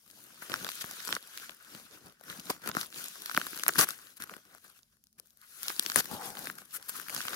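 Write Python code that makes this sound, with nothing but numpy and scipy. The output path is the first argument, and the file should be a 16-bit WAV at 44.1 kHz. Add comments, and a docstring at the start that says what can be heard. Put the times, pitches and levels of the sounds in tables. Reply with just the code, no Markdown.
"""Outdoors on an open moor, hands crinkle, rub and tear a padded paper mailer close to two microphones.
Showers of tiny noise puffs make the dense rustle, and short noise bursts make the creases snap or tick.
Denser puffs make short tears and bright bursts of rustle, a finger drags over the opened pocket, and the
hands rest for a moment.
The mailer is nearer the left microphone; steady noise makes the faint air, and there is no echo."""
import sys
import numpy as np
from scipy import signal
from scipy.fft import rfft, irfft
from scipy.io import wavfile
from scipy.ndimage import uniform_filter1d

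SR = 44100
rng = np.random.default_rng(int(sys.argv[2]) if len(sys.argv) > 2 else 0)


def unload_audio(sound):
    """Save the sound as a 16-bit wav file, at the path given as the first command line argument."""
    columns = np.transpose(np.atleast_2d(sound))
    # keep every value between -1 and 1, then stretch to whole-number steps
    steps = np.round(np.clip(columns, -1, 1) * 32767)
    wavfile.write(sys.argv[1], SR, steps.astype(np.int16))


N = 324135


def rustle():
    """Fibres hiss in fine grains, the sheet ticks in coarser ones, and the padding thuds."""
    pad, pocket, sheet, crack, shine = parts()
    layers = [crackle(pad, per_s=53, spread_db=-0.5, grain_s=0.0032, smooth=2.7),
              crackle(pocket, per_s=180, spread_db=1.0, grain_s=0.0018, smooth=1.0),
              crackle(sheet, per_s=250, spread_db=4.0, grain_s=0.0066, smooth=0.93),
              crackle(crack, per_s=1100, spread_db=0.5, grain_s=0.0013, smooth=1.6),
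              crackle(shine, per_s=900, spread_db=9.0, grain_s=0.00063, smooth=2.1)]
    return sum(evened(patchy(layer, patchy_db=2.5)) * level for layer, level in zip(layers, handling()))


def handling():
    """Working hands rub, ring and press the paper, which sets the levels of its five parts."""
    # hands at work: time_s, fibre_hiss_db, sheet_ring_db, weight_on_padding_db
    hand_moves = [(0.0, -71, -85, -77.5), (0.18, -61.5, -68.5, -64), (0.4, -59.5, -65, -70),
                  (0.42, -52, -53.5, -66), (0.49, -52.5, -60, -60), (0.51, -48, -45, -44.5),
                  (0.6, -48, -51.5, -56.5), (0.655, -49, -50, -46.5), (0.72, -46.5, -59.5, -65),
                  (0.84, -50, -52.5, -63.5), (1.03, -48, -54, -67.5), (1.13, -43.5, -43, -50),
                  (1.17, -50, -54, -52), (1.19, -59, -63, -74), (1.44, -49.5, -54, -68),
                  (1.52, -60, -64, -66), (1.59, -64.5, -63.5, -83), (1.75, -52.5, -59, -56),
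                  (1.9, -63, -65, -71), (1.945, -55, -59.5, -56.5), (1.99, -65, -72.5, -64.5),
                  (2.07, -61, -63, -53.5), (2.18, -77.5, -77, -89), (2.301, -49.5, -49.5, -48.5),
                  (2.43, -57, -63.5, -66), (2.51, -46.5, -48.5, -47), (2.6, -67, -69, -72),
                  (2.681, -44.5, -39, -44), (2.72, -60, -66, -54), (2.77, -44.5, -43, -51),
                  (2.81, -41.5, -46.5, -55), (2.9, -62.5, -73, -65.5), (2.978, -44, -54.5, -52.5),
                  (3.12, -52.5, -58.5, -73), (3.2, -52.5, -60.5, -61), (3.33, -48.5, -57, -70),
                  (3.37, -46.5, -51, -48), (3.48, -48, -54.5, -63.5), (3.66, -50, -57, -60),
                  (3.69, -48, -47, -57), (3.73, -51, -57, -57), (3.78, -41, -46, -50),
                  (3.87, -53, -57, -59), (3.89, -43, -48, -61), (3.97, -58, -60.5, -69),
                  (4.12, -61, -65, -71), (4.15, -70, -73, -76), (4.19, -68.5, -71, -79),
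                  (4.331, -58.5, -56.5, -55.5), (4.43, -70, -70, -80), (4.55, -64, -61.5, -63.5),
                  (4.61, -69, -77, -91), (4.651, -60.5, -63, -69), (4.74, -69.5, -74, -80),
                  (4.78, -63.5, -69.5, -90), (4.82, -77.5, -78.5, -85), (4.91, -80, -92.5, -84.5),
                  (4.93, -75.5, -76.5, -84.5), (5.0, -87, -94, -87), (5.14, -90, -101, -87),
                  (5.2, -81.5, -81, -69), (5.28, -74, -85, -87), (5.35, -78.5, -86, -86),
                  (5.44, -65, -64, -85), (5.48, -63, -73, -86), (5.7, -45, -47.5, -59),
                  (5.75, -50.5, -57.5, -65.5), (5.96, -45, -53, -60), (6.08, -54.5, -55.5, -58),
                  (6.139, -46, -50.5, -43), (6.2, -56, -56, -57), (6.26, -43.5, -50, -52.5),
                  (6.34, -57, -60, -56), (6.4, -50.5, -53.5, -51), (6.48, -49.5, -52.5, -52),
                  (6.55, -62, -63, -61), (6.6, -57.5, -60, -61.5), (6.67, -68.5, -71, -73),
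                  (6.75, -53, -65, -74), (6.8, -65, -60, -67), (6.85, -59, -58.5, -78),
                  (6.98, -46, -49, -59), (7.05, -54.5, -57, -69), (7.17, -42, -48, -48),
                  (7.23, -45, -50.5, -60.5), (7.35, -45.5, -43, -55)]
    # the rustle's shine over its hiss: time_s, level_db
    shine_over_hiss = [(0, 4), (0.5, -3), (1.4, -3), (2.8, -2), (3.9, 0.5), (4.6, -1), (5.3, 2.5), (6.1, 0),
                       (6.9, 1.5), (7.35, -3)]
    pocket_over_weight_db, padding_over_weight_db = -3.5, -2.5
    ring_share = 0.4  # how far the pocket's level moves from the weight towards the ring

    t = np.arange(N) / SR
    time_s, *columns = np.transpose(hand_moves)
    hiss_db, ring_db, weight_db = (np.interp(t, time_s, column) for column in columns)
    pad_db = weight_db + padding_over_weight_db
    pocket_db = weight_db + ring_share * (ring_db - weight_db) + pocket_over_weight_db
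    shine_db = hiss_db + np.interp(t, *np.transpose(shine_over_hiss))
    return gain_of([pad_db, pocket_db, ring_db, hiss_db, shine_db])


def snaps():
    """Each buckling crease is a burst about a millisecond long that excites all five parts at once."""
    time_s, pocket_db, sheet_db, crack_db, crack_hz, shine_db, lean_db = creases()
    count = len(time_s)
    # the padding follows the pocket 9.5 dB lower, with an uneven spread of 7 dB
    pad_db = pocket_db - 9.5 + 7 * rng.standard_normal(count)
    shine_hz = rng.uniform(8400, 15000, count)

    t = np.arange(4096) / SR
    hz = np.fft.rfftfreq(4096, 1 / SR)
    levels = pad_db, pocket_db, sheet_db, crack_db, shine_db
    shapes = [1, 1, 1, favour(crack_hz, hz), favour(shine_hz, hz)]
    bursts_s = 0.00092, 0.0012, 0.00037, 0.00048, 0.00061  # time each burst takes to reach its peak
    out = np.zeros((2, N + 4096))
    for taps, db, shape, burst_s in zip(parts(), levels, shapes, bursts_s):
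        envelope = (t / burst_s * np.exp(-t / burst_s))[:600]
        burst = rng.standard_normal((count, 2, 600)) * envelope
        hits = irfft(rfft(burst, 4096) * rfft(taps, 4096) * shape, 4096)
        hits = hits / abs(hits).max(axis=2, keepdims=True) * gain_of(db)[:, None, None]
        for at, hit in zip(np.round(time_s * SR).astype(int), hits):
            out[:, at:at + 4096] += hit

    # creases lie at different spots: the newest one sets the lean, from half a millisecond before it
    newest = np.searchsorted(np.sort(time_s), np.arange(N) / SR + 0.0005) - 1
    newest = np.maximum(newest, 0)
    half_each = np.array([[0.5], [-0.5]])  # left gains half the lean, right loses half
    return microphones(out[:, :N]) * gain_of(lean_db[newest] * half_each)


def creases(count=130):
    """Creases at set times, and small ones at random times whose strength follows the rustle."""
    # creases at set times, from loud snaps to faint ticks;
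    # peaks are those before the microphones, lean is extra left over right:
    # time_s, pocket_peak_db, sheet_peak_db, crack_peak_db, crack_pitch_hz, shine_peak_db, lean_db
    set_creases = [(0.422, -43, -33.5, -43, 4700, -50, -1), (0.497, -38, -32, -30.5, 3980, -41, 1),
                   (0.518, -38, -35, -26, 3400, -41, -9), (0.54, -44, -18.5, -18, 3900, -27, 0),
                   (0.559, -56, -34, -30, 5000, -42, -3), (0.646, -38, -28, -24, 4000, -29, 1),
                   (0.666, -41, -27, -31, 2800, -45, -5), (0.689, -49, -25.5, -24, 3740, -42, -4),
                   (0.842, -40.5, -27, -44, 4600, -47, 0), (0.911, -40, -43, -36, 5200, -27, -6),
                   (1.003, -68, -37, -37, 4300, -44, -16), (1.09, -51, -23, -37, 3100, -33, -5),
                   (1.126, -32.5, -17.5, -16, 2600, -29, -5.5), (1.151, -51, -42, -21, 4700, -29.5, 0),
                   (1.165, -37, -22.5, -41, 3300, -32, -5), (1.375, -61, -34.5, -26, 4230, -34, -3),
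                   (1.494, -44, -35.5, -31, 3830, -48, 1.5), (2.21, -48, -54, -48, 4800, -49, 6.5),
                   (2.299, -56, -46, -28.5, 3200, -36, -4), (2.397, -54, -56, -32, 4700, -35, 2),
                   (2.501, -27.5, -24.5, -23, 4800, -27, -10), (2.66, -35.5, -36, -32, 4270, -36, -2),
                   (2.674, -45, -28, -34, 4400, -28.5, -4), (2.689, -47, -28, -29, 4800, -25.5, -1),
                   (2.714, -56, -30, -27.5, 3980, -42, -7), (2.75, -35, -25, -30, 4000, -34, -4),
                   (2.768, -33.5, -17, -29, 5600, -29, 4.5), (2.83, -54, -32.5, -37, 4900, -37, -5),
                   (2.926, -67, -40, -35, 3100, -55, 2), (3.041, -59, -50, -30, 5000, -26, -4),
                   (3.083, -62, -41, -34, 6000, -29, -3), (3.22, -67, -53, -37, 4500, -32.5, -2),
                   (3.259, -66, -29, -25.5, 4100, -26, -4), (3.296, -55, -25, -29, 3900, -43, 1),
                   (3.313, -46, -28, -37, 3200, -45, -6), (3.347, -45, -24, -22.5, 4830, -25, -5),
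                   (3.365, -46, -29, -20, 3100, -37, -3), (3.375, -19, -7, -26, 4800, -17.5, -2),
                   (3.414, -46, -23, -26, 3100, -34, -6), (3.467, -43, -29, -33, 4100, -25, -5),
                   (3.531, -47, -28, -45, 2600, -41, -6), (3.575, -60, -36, -28, 5500, -30, -4),
                   (3.635, -40, -18.5, -18.5, 5030, -22.5, -5), (3.664, -45, -21.5, -28, 3500, -37, 6),
                   (3.681, -45, -18.5, -23.5, 5600, -4.5, -8.5), (3.688, -27, -16.5, -22, 6130, -17, -9),
                   (3.692, -33, -16.5, -27, 4800, -38, 0), (3.757, -34, -23, -38, 3100, -45, 0),
                   (3.79, -27, -25, -9.5, 5760, -11, -8), (3.811, -35, -16, -10, 6000, -20, 3),
                   (3.871, -58, -34, -43, 4700, -44, 1), (3.888, -45, -23, -30, 5200, -20.5, -0.5),
                   (3.906, -54, -32, -24, 5300, -30, 4), (4.201, -64, -38, -43, 4260, -43, 0),
                   (4.222, -68, -38, -29.5, 4600, -31, 1), (4.238, -60, -36, -37, 4700, -34, 2),
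                   (4.295, -55, -32.5, -44, 3400, -45, -1), (4.338, -55, -34.5, -37, 2800, -42, -4.5),
                   (4.831, -89, -76.5, -48.5, 5680, -56.5, -9), (5.039, -93.5, -79, -52, 6100, -48, -4.5),
                   (5.069, -88, -71, -51.5, 5200, -53.5, 2), (5.128, -91.5, -79.5, -56.5, 5280, -55, -4.5),
                   (5.198, -58, -56, -36, 5170, -33.5, 3.5), (5.271, -87.5, -69, -56, 5800, -49.5, 2),
                   (5.305, -83, -70, -48.5, 5300, -58, -3), (5.372, -89.5, -61, -55, 6010, -47, 2),
                   (5.415, -85.5, -64.5, -48.5, 5100, -43.5, 0), (5.631, -55, -33, -29, 6030, -20.5, -4),
                   (5.682, -61, -30, -17, 5130, -22.5, -4), (5.701, -35.5, -24, -35, 4600, -36, -9),
                   (5.795, -37.5, -24, -13, 4260, -12, 1.5), (5.862, -39.5, -25.5, -16.5, 4670, -27, 2),
                   (5.899, -48, -23.5, -20, 3830, -29, -4), (5.918, -53, -25, -22, 5300, -31, -4),
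                   (5.959, -27, -11.5, -21.5, 5100, -13, 7), (5.987, -28, -28, -19, 6000, -18, -4),
                   (6.056, -54, -33, -32, 4400, -31, -1), (6.391, -59, -47, -45, 5200, -28.5, 1),
                   (6.456, -56, -51, -33, 5100, -30, -2), (6.471, -40, -23, -32, 4200, -34, 2),
                   (6.499, -46, -23.5, -36, 4850, -43, 0.5), (6.585, -70, -39, -36, 6500, -38, -4),
                   (6.826, -73, -46, -37.5, 4500, -38, 1), (6.894, -55, -39, -30.5, 5900, -25, 5),
                   (6.998, -67, -30, -42, 3800, -31, 4.5), (7.084, -60, -30, -36, 2900, -32, -2),
                   (7.096, -63, -23, -45, 3200, -32, -7), (7.147, -48, -35, -24, 5100, -23.5, -2),
                   (7.163, -59, -28.5, -25, 4870, -32, -12), (7.205, -53, -25, -40, 4500, -44, -6),
                   (7.252, -44, -28.5, -40, 3400, -30, 0), (7.282, -51, -25.5, -21.5, 3730, -37, -2),
                   (7.332, -39, -30, -31, 3300, -38, 6)]
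    # small creases: peaks of pocket, sheet, crack and shine over the rustle's levels
    over_rustle_db = np.array([11, 11.4, 14.2, 13.8])
    peak_spread_db, lean_spread_db = 3.5, 5.5
    low_hz, high_hz = 2890, 6500  # range of the crack's pitch

    moment, pitch = rng.random((count, 2)).T
    spread = rng.standard_normal((count, 5)).T
    place = moment * (N - 1)
    rustle_db = 20 * np.log10(handling()[1:, place.astype(int)])
    peaks_db = rustle_db + over_rustle_db[:, None] + peak_spread_db * spread[:4]
    *lower_db, shine_db = peaks_db
    crack_hz = low_hz * (high_hz / low_hz) ** pitch
    small = np.transpose([place / SR, *lower_db, crack_hz, shine_db, lean_spread_db * spread[4]])
    rows = np.r_[set_creases, small]
    return rows[np.argsort(rows[:, 0])].T


def favour(pitch_hz, hz):
    """A small piece of paper favours one pitch, over about an octave."""
    centre = pitch_hz[:, None, None]
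    detune = hz / centre - centre / (hz + 1)  # the 1 avoids dividing by zero
    return 1 / (1 + 1j * 1.01 * detune) ** 2


def rips():
    """In short tears and bright bursts of rustle, fibres rub or break so densely that grains almost merge."""
    layers = [crackle(taps, per_s=1300, spread_db=-1.0, grain_s=0.00019, smooth=1.8) for taps in parts()]
    return sum(evened(patchy(layer, patchy_db=2.0)) * level for layer, level in zip(layers, rip_levels()))


def rip_levels():
    """Tears and bright bursts swell at their own pace and stop fast, which sets the five parts' levels."""
    # short tears and bright bursts of rustle; a positive fade means getting quieter along the way:
    # start_s, end_s, rise_s, padding_db, pocket_db, sheet_db, crack_db, shine_db, fade_over_length_db
    dense_bursts = [(0.798, 0.829, 0.016, -79, -77, -60, -41.5, -45.5, -4.5),
                    (2.495, 2.515, .005, -66, -29.5, -45, -38, -34.5, 2),
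                    (3.782, 3.85, .002, -39, -33, -26, -26.5, -24, 7),
                    (4.162, 4.185, 0.0097, -80, -82, -62, -55, -50.5, 1),
                    (4.199, 4.248, .002, -56.5, -68.5, -49, -53.5, -51, -0.5),
                    (5.179, 5.2, .008, -66, -78, -60.5, -60, -58, 4),
                    (5.958, 6.012, .001, -46, -41, -37.5, -31.5, -32.5, -2),
                    (6.726, 6.779, 0.022, -65, -73, -46.5, -49, -40.5, 1),
                    (6.879, 6.907, 0.016, -72, -60, -46, -49, -40.5, -4)]
    stop_s = 0.0073
    t = np.arange(N) / SR
    level = np.zeros((5, N))
    for start, end, rise, *db, fade_db in dense_bursts:
        part = slice(round(start * SR), round(end * SR))
        since_start = t[part] - start
        edges = np.clip(np.minimum(since_start / rise, (end - t[part]) / stop_s), 0, 1)
        fade = gain_of(-fade_db * since_start / (end - start))
        level[:, part] = gain_of(db)[:, None] * edges * fade
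    return level


def drag():
    """A finger's skin on paper excites the hollow of the opened pocket."""
    # resonances of the hollow: pitch_hz, width_hz, level_db
    hollow_tones = [(806, 150, -2), (1083, 320, -11.5), (490, 120, -10)]
    start_s, fall_s, end_s = 6.08, 6.2355, 6.4855
    top_db, end_db = -46.5, -64.5
    edge_s = 0.035  # fade in and out

    hz = np.fft.rfftfreq(4096, 1 / SR)
    t = np.arange(N) / SR
    gain = sum(gain_of(db) / (1 + (2 * (hz - f) / width) ** 2) for f, width, db in hollow_tones)
    skin = crackle(colour(gain), per_s=400, spread_db=2.0, grain_s=0.0024, smooth=2.6)
    level = gain_of(np.interp(t, [fall_s, end_s], [top_db, end_db]))
    fade = np.clip(np.minimum(t - start_s, end_s - t) / edge_s, 0, 1)
    return skin * level * fade


def air():
    """Faint steady wash of the open moor and the microphones' own hiss."""
    # colour of the still air, only relative: pitch_hz, level_db (per Hz)
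    air_colour = [(18, -50), (30, 6.5), (239, 5.5), (404, -21.5), (2480, -26), (5040, -7), (8080, -16.5),
                  (9710, -7.5), (16000, -23.5)]
    level_db = -77
    hz = np.fft.rfftfreq(N, 1 / SR)
    left, other = rfft(rng.standard_normal((2, N))) * gain_of(read(air_colour, hz))
    same = 1 / (1 + (hz / 350) ** 2)  # mainly the bass is shared
    right = same * left + np.sqrt(1 - same ** 2) * other
    return gain_of(level_db) * evened(irfft([left, right], N))


def crackle(taps, per_s, spread_db, grain_s, smooth):
    """Tiny releases of uneven size, each a puff of noise, seen from two sides, over a smooth rub."""
    size = gain_of(spread_db * np.minimum(rng.exponential(1, N), 5))
    releases = size * (rng.random(N) < per_s / SR)
    decay = np.exp(-np.arange(600) / (grain_s * SR))
    puffs = signal.oaconvolve(releases, decay)[:N]
    drive = (evened(puffs) + smooth) * rng.standard_normal((2, N))
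    return evened(signal.oaconvolve(drive, taps[None])[:, :N])


def patchy(x, patchy_db):
    """The contact wanders over the sheet, so small areas of colour swell and fade."""
    z = signal.stft(x, nperseg=512, noverlap=384)[2]
    field = rng.standard_normal(z.shape[:0:-1]).T  # both sides share one field of pitch and time
    field = uniform_filter1d(field, size=5, axis=0)
    field = evened(uniform_filter1d(field, size=12, axis=1))
    return signal.istft(z * gain_of(patchy_db * field), nperseg=512, noverlap=384)[1][:, :N]


def parts():
    """The mailer's colour, split by pitch into padding, pocket, sheet, crack and shine."""
    # colour of the mailer, only relative: pitch_hz, level_db (per Hz)
    paper_colour = [(18, -52), (30, -25.5), (86, -19), (170, -7), (340, -8.5), (880, -12), (1100, -4),
                    (1500, 2.5), (2100, -7), (6500, -7.5), (8300, -10.5), (10200, -9), (14500, -10.5),
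                    (16000, -17)]
    # upper edges of padding, pocket, sheet and crack, in Hz; the shine lies above
    part_tops = 330, 850, 2200, 7500
    hz = np.fft.rfftfreq(4096, 1 / SR)
    below = [1 / (1 + (hz / edge) ** 8) for edge in part_tops]
    shares = np.diff([0 * hz] + below + [0 * hz + 1], axis=0)
    gain = gain_of(read(paper_colour, hz))
    return [colour(gain * np.sqrt(np.maximum(share, 0))) for share in shares]


def microphones(views):
    """The right microphone hears a partly different side of the sheet, later and shaded."""
    # left microphone over right: pitch_hz, level_db
    left_over_right = [(60, 3), (200, 2.5), (350, 2.5), (800, 3), (1400, 5.5), (2300, 1), (6500, 1),
                       (8300, 5), (10000, 13.5), (13000, 11)]
    # likeness of what the two microphones hear: pitch_hz, likeness (0 to 1)
    likeness = [(60, 0.32), (300, 0.8), (1000, 0.89), (2000, 0.28), (4000, 0.36), (10000, 0.057)]
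    right_lag_s = 0.00018
    hz = np.fft.rfftfreq(N + 1000, 1 / SR)  # the extra samples keep the delay from wrapping round
    left, other = rfft(views, N + 1000)
    same = np.clip(read(likeness, hz), 0, 1)
    lean = gain_of(read(left_over_right, hz) / 2)  # half on each side
    right = same * left + np.sqrt(1 - same ** 2) * other
    right = right * np.exp(-2j * np.pi * hz * right_lag_s)
    return irfft([left * lean, right / lean], N + 1000)[:, :N]


def gain_of(db):
    """Turns decibels into gain."""
    return 10 ** (np.asarray(db) / 20)


def evened(x):
    """Scales to an rms of 1."""
    return x / np.sqrt(np.mean(x ** 2) + 1e-20)


def read(points, hz):
    """Reads a table of pitch and value along a log pitch axis."""
    f, value = np.transpose(points)
    return np.interp(np.log(hz + 1), np.log(f + 1), value)


def colour(gain):
    """Filter taps that respond at once (minimum phase), for a gain given on 2049 bins."""
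    both_halves = np.r_[gain, gain[-2:0:-1]]
    log = np.log(np.maximum(both_halves, 1e-4))
    return np.fft.ifft(np.exp(log - 1j * signal.hilbert(log).imag)).real[:2048]


def scene():
    """The mailer in the hands, in still air."""
    return microphones(rustle() + rips() + drag()) + snaps() + air()


def record(dry):
    """The recorder cuts rumble below 38 Hz, then limits the band at 15900 Hz."""
    rumble_cut = signal.butter(2, 38, "high", fs=SR, output="sos")
    thinned = signal.sosfilt(rumble_cut, dry)
    band_limit = signal.firwin(511, 15900, window=("kaiser", 9), fs=SR)
    return signal.oaconvolve(thinned, band_limit[None], "same")


dry = scene()
out = record(dry)
unload_audio(out)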